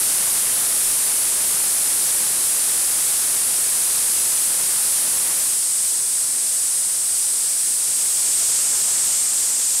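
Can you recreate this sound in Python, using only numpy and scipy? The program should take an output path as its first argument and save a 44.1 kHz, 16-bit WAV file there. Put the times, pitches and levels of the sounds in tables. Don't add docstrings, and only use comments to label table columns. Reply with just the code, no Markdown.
import sys
import numpy as np
from scipy import signal
from scipy.fft import rfft, irfft
from scipy.io import wavfile
from scipy.ndimage import uniform_filter1d

SR = 44100
rng = np.random.default_rng(int(sys.argv[2]) if len(sys.argv) > 2 else 0)


def int16_out(signal):
    q = np.round(np.clip(np.atleast_2d(signal).T, -1, 1) * 32767)
    wavfile.write(sys.argv[1], SR, q.astype(np.int16))


N = 432180
TIME = np.arange(N) / SR


def undb(db):
    return 10 ** (np.asarray(db) / 20)


def colour(sound, points):
    hz, db = np.transpose(points)
    freqs = np.fft.rfftfreq(N, 1 / SR) + 1
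    curve = undb(np.interp(np.log(freqs), np.log(hz), db))
    edge_fade = np.minimum(freqs / hz[0], 1) ** 2 * np.minimum(hz[-1] / freqs, 1) ** 10
    shaped = irfft(rfft(sound) * curve * edge_fade, N)
    return shaped / shaped.std()


def waver(per_s):
    hold = int(SR / per_s)
    steps = np.repeat(rng.standard_normal(N // hold + 1), hold)
    smooth = uniform_filter1d(uniform_filter1d(steps, hold), hold)[:N]
    return smooth / smooth.std()


def mains_pulse(depth, pulse_hz=120):
    return 1 + depth * np.cos(2 * np.pi * pulse_hz * TIME)


def collapses(spread_db):
    return rng.standard_normal(N) * undb(spread_db * rng.standard_normal(N))


def tank_hiss(shaded, beside, loss_db):
    # frequency in Hz, relative level in dB.
    open_bath = [(2500, -24.5), (4200, -17), (4900, -15), (6300, -13), (7300, -9.5), (8100, -7),
                 (8500, -3.5), (9000, -2), (9700, 0), (10300, -1), (11000, -4.5), (12200, -8),
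                 (14000, -15.5), (15600, -21)]
    behind_tray = [(2500, -28), (4200, -18.5), (4900, -12.5), (6300, -12), (7400, -7.5), (8050, 1.7),
                   (8500, 1), (9000, -1), (9700, 0.2), (10300, -4.5), (11000, -9.5), (12200, -13.5),
                   (14000, -17.5), (15600, -24)]
    beside_tank = [(2500, -25.5), (4000, -19.5), (5000, -13), (6300, -10.5), (7300, -3.5), (8100, -0.5),
                   (8500, 1), (9000, -4), (9700, -6.5), (10300, -9), (11000, -12.5), (12200, -13.5),
                   (14000, -23.5), (15600, -30)]
    paths = [colour(collapses(spread_db=2.0), tone) for tone in (open_bath, behind_tray, beside_tank)]
    shares = np.clip([1 - shaded - beside, shaded, beside], 0, 1)
    hiss = np.sum(np.sqrt(shares / shares.sum(axis=0)) * paths, axis=0)
    level_db = -12 - 0.36 * loss_db + 1.5 * beside
    waver_db = 0.82 * waver(per_s=12)
    return hiss * undb(level_db + waver_db) * mains_pulse(depth=0.085)


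def water_rush(loss_db):
    # frequency in Hz, relative level in dB.
    rush_tone = [(20, -8), (60, -7.5), (150, -3), (400, 0), (1000, 0.85), (1600, 1), (2300, -1), (3500, -4),
                 (6000, -12.5), (16000, -32)]
    rush = colour(collapses(spread_db=1.8), rush_tone)
    return rush * undb(-30 - loss_db) * mains_pulse(depth=0.11)


def hand_bump(at_s=0.89, level_db=-38, fade_s=0.035, pitch_hz=24):
    since = TIME - at_s
    swell = np.exp(-(since / fade_s) ** 2)
    return undb(level_db) * swell * np.sin(2 * np.pi * pitch_hz * since)


def hand_move(halfway_s, takes_s):
    return .5 + .5 * np.sin(np.pi * np.clip((TIME - halfway_s) / takes_s, -.5, .5))


def tray_and_camera(lift_s=3.4, glimpse_at_s=8.79, glimpse_fade_s=0.69):
    lifted = np.minimum(TIME / lift_s, 1)
    covered = hand_move(halfway_s=5.49, takes_s=0.4)
    turned = hand_move(halfway_s=8.25, takes_s=1.6)
    glimpse = np.exp(-((TIME - glimpse_at_s) / glimpse_fade_s) ** 2)
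    shaded = 0.26 * lifted * (1 - covered) + 0.93 * covered
    beside = 0.045 * (1 - turned) + 0.87 * turned
    loss_db = 2.5 * lifted + 7.5 * covered - 5 * glimpse
    return shaded * (1 - beside), beside, loss_db


def overload(sound, ceiling=0.165, hardness=3.5):
    drive = signal.resample_poly(sound, 4, 1, axis=1) / ceiling
    flattened = ceiling * drive / (1 + np.abs(drive) ** hardness) ** (1 / hardness)
    return signal.resample_poly(flattened, 1, 4, axis=1)


def treble_flicks(sound, per_s=4, fade_s=0.013, above_hz=4300):
    width = np.zeros(N)
    for when, size in rng.random((int(per_s * N / SR), 2)):
        width_db = -12.75 + 7 * size
        width += undb(width_db) * np.exp(-2 * ((TIME - when * N / SR) / fade_s) ** 2)
    width = np.clip(width, 0, np.sqrt(.5))
    treble = signal.sosfiltfilt(signal.butter(12, above_hz, "high", fs=SR, output="sos"), sound)
    wide_treble = np.roll(treble, SR // 20, axis=1) * np.array([[1], [-1]])
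    return sound + (np.sqrt(1 - width ** 2) - 1) * treble + width * wide_treble


def scene():
    shaded, beside, loss_db = tray_and_camera()
    mix = tank_hiss(shaded, beside, loss_db) + water_rush(loss_db) + hand_bump()
    return np.tile(mix, (2, 1))


def record(dry):
    soften_hz, top_hz, gain_db = 13000, 15700, 0.82
    softened = undb(gain_db) * signal.lfilter(*signal.butter(1, soften_hz, fs=SR), overload(dry))
    top_cut = signal.ellip(12, .1, 80, top_hz, fs=SR, output="sos")
    return signal.sosfilt(top_cut, treble_flicks(softened))


dry = scene()
out = record(dry)
int16_out(out)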